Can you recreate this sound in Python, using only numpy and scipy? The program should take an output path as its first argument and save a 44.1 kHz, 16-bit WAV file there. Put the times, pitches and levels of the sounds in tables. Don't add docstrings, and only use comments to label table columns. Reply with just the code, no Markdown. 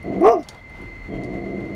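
import sys
import numpy as np
from scipy import signal
from scipy.fft import rfft, irfft
from scipy.io import wavfile
from scipy.ndimage import uniform_filter1d

SR = 44100
rng = np.random.default_rng(int(sys.argv[2]) if len(sys.argv) > 2 else 0)


def put_to_file(sound):
    columns = np.atleast_2d(sound).T
    safe = np.clip(columns, -1, 1)
    whole_steps = np.round(safe * 32767)
    wavfile.write(sys.argv[1], SR, whole_steps.astype(np.int16))


N = 77175
T = np.arange(N) / SR


def amp(db):
    return 10 ** (np.asarray(db) / 20)


def unit(x):
    return x / np.sqrt(np.mean(x ** 2) + 1e-20)


def curve(points):
    return np.interp(T, *np.transpose(points))


def sine(hz):
    return np.sin(2 * np.pi * np.cumsum(hz) / SR)


def drift(hz):
    rolloff = 1 + (np.fft.rfftfreq(N, 1 / SR) / hz) ** 4
    return unit(irfft(rfft(rng.standard_normal(N)) / rolloff, N))


def colour(x, points, size=8192):
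    hz, db = np.transpose(points)
    bins_hz = abs(np.fft.fftfreq(size, 1 / SR)) + 1
    log_gain = np.log(amp(np.interp(np.log(bins_hz), np.log(hz), db)))
    impulse = np.fft.ifft(np.exp(np.conj(signal.hilbert(log_gain)))).real[:size // 2]
    return signal.fftconvolve(x, impulse / np.linalg.norm(impulse))[:N]


def resonate(x, hz, width):
    band = [max(hz - width / 2, 10), hz + width / 2]
    return signal.sosfilt(signal.butter(2, band, "bandpass", fs=SR, output="sos"), x)


def formants(drive, swell, rings):
    bank = sum(amp(db) * unit(resonate(drive * swell, hz, width)) for hz, width, db in rings)
    return bank * np.std(swell)


# (frequency [Hz], gain [dB])
RUMBLE_EQ = [(20, -21.5), (40, 2.5), (90, -1.5), (160, -6), (300, -13), (600, -17.5), (1100, -21.5),
             (1600, -25), (2600, -28.5), (3600, -36.5), (5000, -43), (6500, -42.5), (8000, -49.5),
             (15000, -57.5)]
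# (time [s], level [dB])
WHINE_RIDE = [(0, -45.5), (.2, -45.5), (.55, -49), (.65, -40.5), (.8, -39.5), (1, -44.5), (1.75, -43.5)]
# (frequency [Hz], width [Hz], level [dB])
WHINE_AIR = [(2050.4, 135, -48), (4300, 200, -65.5)]
def idling_car(firing_hz=41, firing_db=-54.5, rumble_db=-39.5, whine_hz=2070.2):
    rumble = colour(rng.standard_normal(N), RUMBLE_EQ) * amp(rumble_db + 1.3 * drift(hz=18))
    firing = amp(firing_db) * sine(firing_hz * (1 + .049 * drift(hz=5)))
    whine = sine(whine_hz * (1 + .00299 * drift(hz=32.4)))
    whine *= amp(curve(WHINE_RIDE)) * (1 + .086 * drift(hz=35))
    air = sum(amp(db) * unit(resonate(rng.standard_normal(N), hz, width)) for hz, width, db in WHINE_AIR)
    return rumble + np.sqrt(2) * (firing + whine) + air


# (time [s], level [dB])
TAG_HITS = [(.0278, -53.5), (0.2097, -49), (0.545, -63), (.6963, -56), (.816, -55.5), (1.2365, -63)]
# (frequency [Hz], gain [dB], time to fall 60 dB [s])
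TAG_MODES = [(5700, -3, 0.026), (6400, -18.5, 0.049), (9590, 1.5, .035), (9400, -16.5, 0.016),
             (12190, -13.5, .12), (13900, -6, .012)]
def collar_tag():
    tinks = np.zeros(N)
    for start, db in TAG_HITS:
        age = np.maximum(T - start, 0)
        for hz, mode_db, t60 in TAG_MODES:
            tinks += amp(db + mode_db - 60 * age / t60) * np.sin(2 * np.pi * hz * age)
    return tinks


# (start [s], end [s], midway level [dB], swell over the length [dB], pulse rate [Hz],
# mouth brightness [dB], chest tone against the voice [dB])
GROWL_CUES = [(0.035, 0.23, -27, 2, 128, 3.5, -12.5), (0.789, 1.053, -49.5, -32, 125, -11, -5.5),
              (1.077, 1.8, -31.5, -1.5, 127, 0.5, -7)]
# (frequency [Hz], gain [dB])
GROWL_EQ = [(40, -34.5), (90, -17), (128, -0.5), (165, -7.5), (198, 6), (228, -3.5), (280, 2), (365, 3),
            (415, -3.5), (450, -2.5), (510, -12), (600, -9), (680, -4.5), (745, -12.5), (820, -30.5),
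            (1200, -26.5), (1600, -50), (3000, -52), (8000, -78)]
def growl(start, end, db, swell_db, rate, bright_db, chest_db):
    jitter, spread_db, attack_s, release_s = .2, 2, .062, .022
    gaps, sizes = rng.standard_normal((200, 2)).T
    flap_times = start + np.cumsum(np.exp(jitter * gaps)) / rate - 1 / rate
    stop = min(end, T[-1])
    heard = (flap_times > 0) & (flap_times < stop)
    pulses = np.zeros(N)
    pulses[(flap_times[heard] * SR).astype(int)] = -amp(spread_db * sizes[heard])
    pulses /= np.sqrt(np.sum(pulses ** 2) / ((stop - start) * SR))
    breath = .71 * rng.standard_normal(N)
    voice = colour(pulses + breath, GROWL_EQ)
    voice += (amp(bright_db) - 1) * resonate(voice, hz=787, width=700)
    chest = amp(chest_db) * unit(sine(rate * (1 + .04 * drift(hz=24.7))))
    fades = np.sqrt(np.clip((T - start) / attack_s, 0, 1)) * np.clip((end - T) / release_s, 0, 1)
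    progress = np.clip((T - start) / (end - start), 0, 1)
    return (voice + chest) * fades * amp(db + swell_db * (progress - .5))


def cabin_echo(x, t60=.09, wet_db=-13, taps_per_s=3000):
    t = np.arange(SR // 4) / SR
    taps = rng.standard_normal(len(t)) * (rng.random(len(t)) < taps_per_s / SR)
    taps *= (t > .002) * amp(-60 * t / t60)
    return x + amp(wet_db) * signal.fftconvolve(x, unit(taps) / np.sqrt(len(t)))[:N]


# (time [s], pitch [Hz])
PITCH_ARCH = [(.2, 299.1), (.226, 338.4), (.25, 387.5), (.275, 446), (.298, 470.8), (.32, 477), (.345, 391),
              (.378, 318.7), (.403, 295.8), (.425, 233)]
# (time [s], level [dB])
EFFORT_RIDE = [(.19, -35), (.207, -23.5), (.232, -12), (.27, -3), (.3, -7), (.33, -13), (.365, -15.5),
               (.406, -20.5), (.424, -34.5), (.44, -48.5)]
# (time [s], roughness [0-1])
GRIT_RIDE = [(.2, .35), (.265, .45), (.305, .22), (.35, .3), (.42, .45)]
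# (frequency [Hz], width [Hz], gain [dB])
THROAT_FORMANTS = [(374, 190, -6), (671.6, 75, 1.5), (1770, 380, -27.5), (2254, 220, -39)]
# (time [s], relative level [dB])
MOUTH_RIDE = [(.21, -36), (.228, -8), (.26, 7.5), (.3, 2), (.33, -2), (.352, -16.5), (.372, -22.5),
              (.425, -41)]
# (frequency [Hz], width [Hz], gain [dB])
MOUTH_FORMANTS = [(738.8, 41, 4), (922, 59, -3.5), (1083.6, 75, 0), (1200, 40, -5), (1326, 41, -19.5)]
# (time [s], level [dB])
TREBLE_RIDE = [(.215, -74), (.245, -47.5), (.28, -41.5), (.32, -38), (.35, -48.5), (.368, -66), (.395, -53),
               (.425, -60)]
# (frequency [Hz], width [Hz], gain [dB])
TREBLE_FORMANTS = [(2775, 82, -2), (5020, 67, -4), (5770, 640, 1.5), (10700, 8700, -8.5)]
# (frequency [Hz], gain [dB])
RASP_EQ = [(60, 9), (200, 16.5), (700, -11.5), (1500, 9), (2300, 7), (3500, -29), (6500, -21),
           (9500, -14.5), (15000, -43.5)]
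def bark(jitter=.033, edge_s=.008, throat_db=-.5, mouth_db=-18, rasp_db=-22):
    effort, grit = curve(EFFORT_RIDE), np.clip(curve(GRIT_RIDE), 0, 1)
    peak = effort.max()
    gate = np.clip(np.minimum(T - EFFORT_RIDE[0][0], EFFORT_RIDE[-1][0] - T) / edge_s, 0, 1)
    pitch = curve(PITCH_ARCH) * (1 + jitter * grit * drift(hz=173))
    phase = 2 * np.pi * np.cumsum(pitch) / SR
    chest = np.sin(phase) * (1 + grit * drift(hz=111)) * amp(effort) * np.sqrt(2)
    folds = unit(sum(np.cos(k * phase) / k ** .35 for k in range(1, 20)))
    folds *= 1 + .84 * np.cos(phase / 2) + grit * drift(hz=215)
    puffs = (1 + 1.37 * np.cos(phase)) * rng.standard_normal(N)
    drive = gate * ((1 - grit) * folds + 2.8 * grit * puffs)
    throat = formants(drive, gate * amp(peak + throat_db + 1.33 * (effort - peak)), THROAT_FORMANTS)
    rasp = colour(puffs, RASP_EQ) * amp(rasp_db + 2.2 * (effort - peak))
    mouth = formants(drive, gate * amp(mouth_db + curve(MOUTH_RIDE)), MOUTH_FORMANTS)
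    treble = formants(drive, gate * amp(curve(TREBLE_RIDE)), TREBLE_FORMANTS)
    return gate * chest + cabin_echo(throat + mouth + treble + gate * rasp)


# (middle [s], half length [s], level [dB])
RUSTLE_CUES = [(0.503, 0.12, -41), (0.802, 0.094, -46), (1.608, 0.014, -46.5)]
# (frequency [Hz], gain [dB])
RUSTLE_EQ = [(200, -15.5), (600, 6.5), (900, 5.5), (1200, 0.5), (1600, -1), (2000, -7.5), (2900, -9),
             (4500, -15.5), (6500, -24.5), (14000, -32)]
def rustles():
    envelope = sum(amp(db) * np.exp(-((T - middle) / half) ** 2) for middle, half, db in RUSTLE_CUES)
    return envelope * colour(rng.standard_normal(N), RUSTLE_EQ)


# (time [s], level [dB], decay time [s])
CLICK_HITS = [(.428, -44.5, 0.014), (0.4862, -25, 0.0027), (0.546, -49.5, 0.0029), (1.235, -46.5, 0.0014),
              (1.243, -49, 0.0011)]
# (frequency [Hz], gain [dB])
CLICK_EQ = [(300, -4), (1500, -13), (2700, -4), (3600, 5.5), (4600, 2), (5400, 3), (6500, 2), (7800, -6.5),
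            (9500, -3.5), (11500, -18), (15000, -19.5)]
# (frequency [Hz], width [Hz], gain [dB])
CLICK_MODES = [(3100, 200, -11), (4570, 200, 6)]
def clicks(attack_s=.0016, tail_db=-13, tail_s=.019):
    envelope = np.zeros(N)
    for start, db, decay in CLICK_HITS:
        age = np.maximum(T - start, 0)
        transient = np.exp(-np.maximum(age - attack_s, 0) / decay)
        tail = amp(tail_db) * np.exp(-age / tail_s)
        envelope += amp(db) * np.minimum(age / attack_s, 1) * (transient + tail)
    snaps = colour(envelope * rng.standard_normal(N), CLICK_EQ)
    return snaps + sum(amp(db) * resonate(snaps, hz, width) for hz, width, db in CLICK_MODES)


# (middle [s], half length [s], pitch [Hz], level [dB])
SQUEAK_CUES = [(.59, 0.015, 3350, -51.5), (1.153, 0.05, 3210, -55)]
def squeaks():
    waver = 1 + .0072 * drift(hz=60)
    return sum(amp(db) * np.exp(-((T - middle) / half) ** 2) * sine(hz * waver)
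               for middle, half, hz, db in SQUEAK_CUES)


def scene():
    growls = cabin_echo(sum(growl(*cue) for cue in GROWL_CUES))
    return (idling_car() + collar_tag() + growls + bark() + rustles() + clicks() + squeaks())[None]


def record(dry, threshold_db=-15, slope=.53, release_db_per_s=26, ceiling=.75, cutoff_hz=15700):
    power_db = 10 * np.log10(abs(uniform_filter1d(dry[0] ** 2, size=500)) + 1e-12)
    release = T * release_db_per_s
    held_db = np.maximum.accumulate(power_db + release) - release
    over_db = np.maximum(held_db - threshold_db, 0)
    ducked = dry / amp(slope * uniform_filter1d(over_db, size=300))
    clipped = ducked / (1 + (ducked / ceiling) ** 8) ** (1 / 8)
    lowpass = signal.firwin(511, cutoff_hz, window=("kaiser", 9), fs=SR)
    return signal.oaconvolve(clipped, lowpass[None], "same")


dry = scene()
out = record(dry)
put_to_file(out)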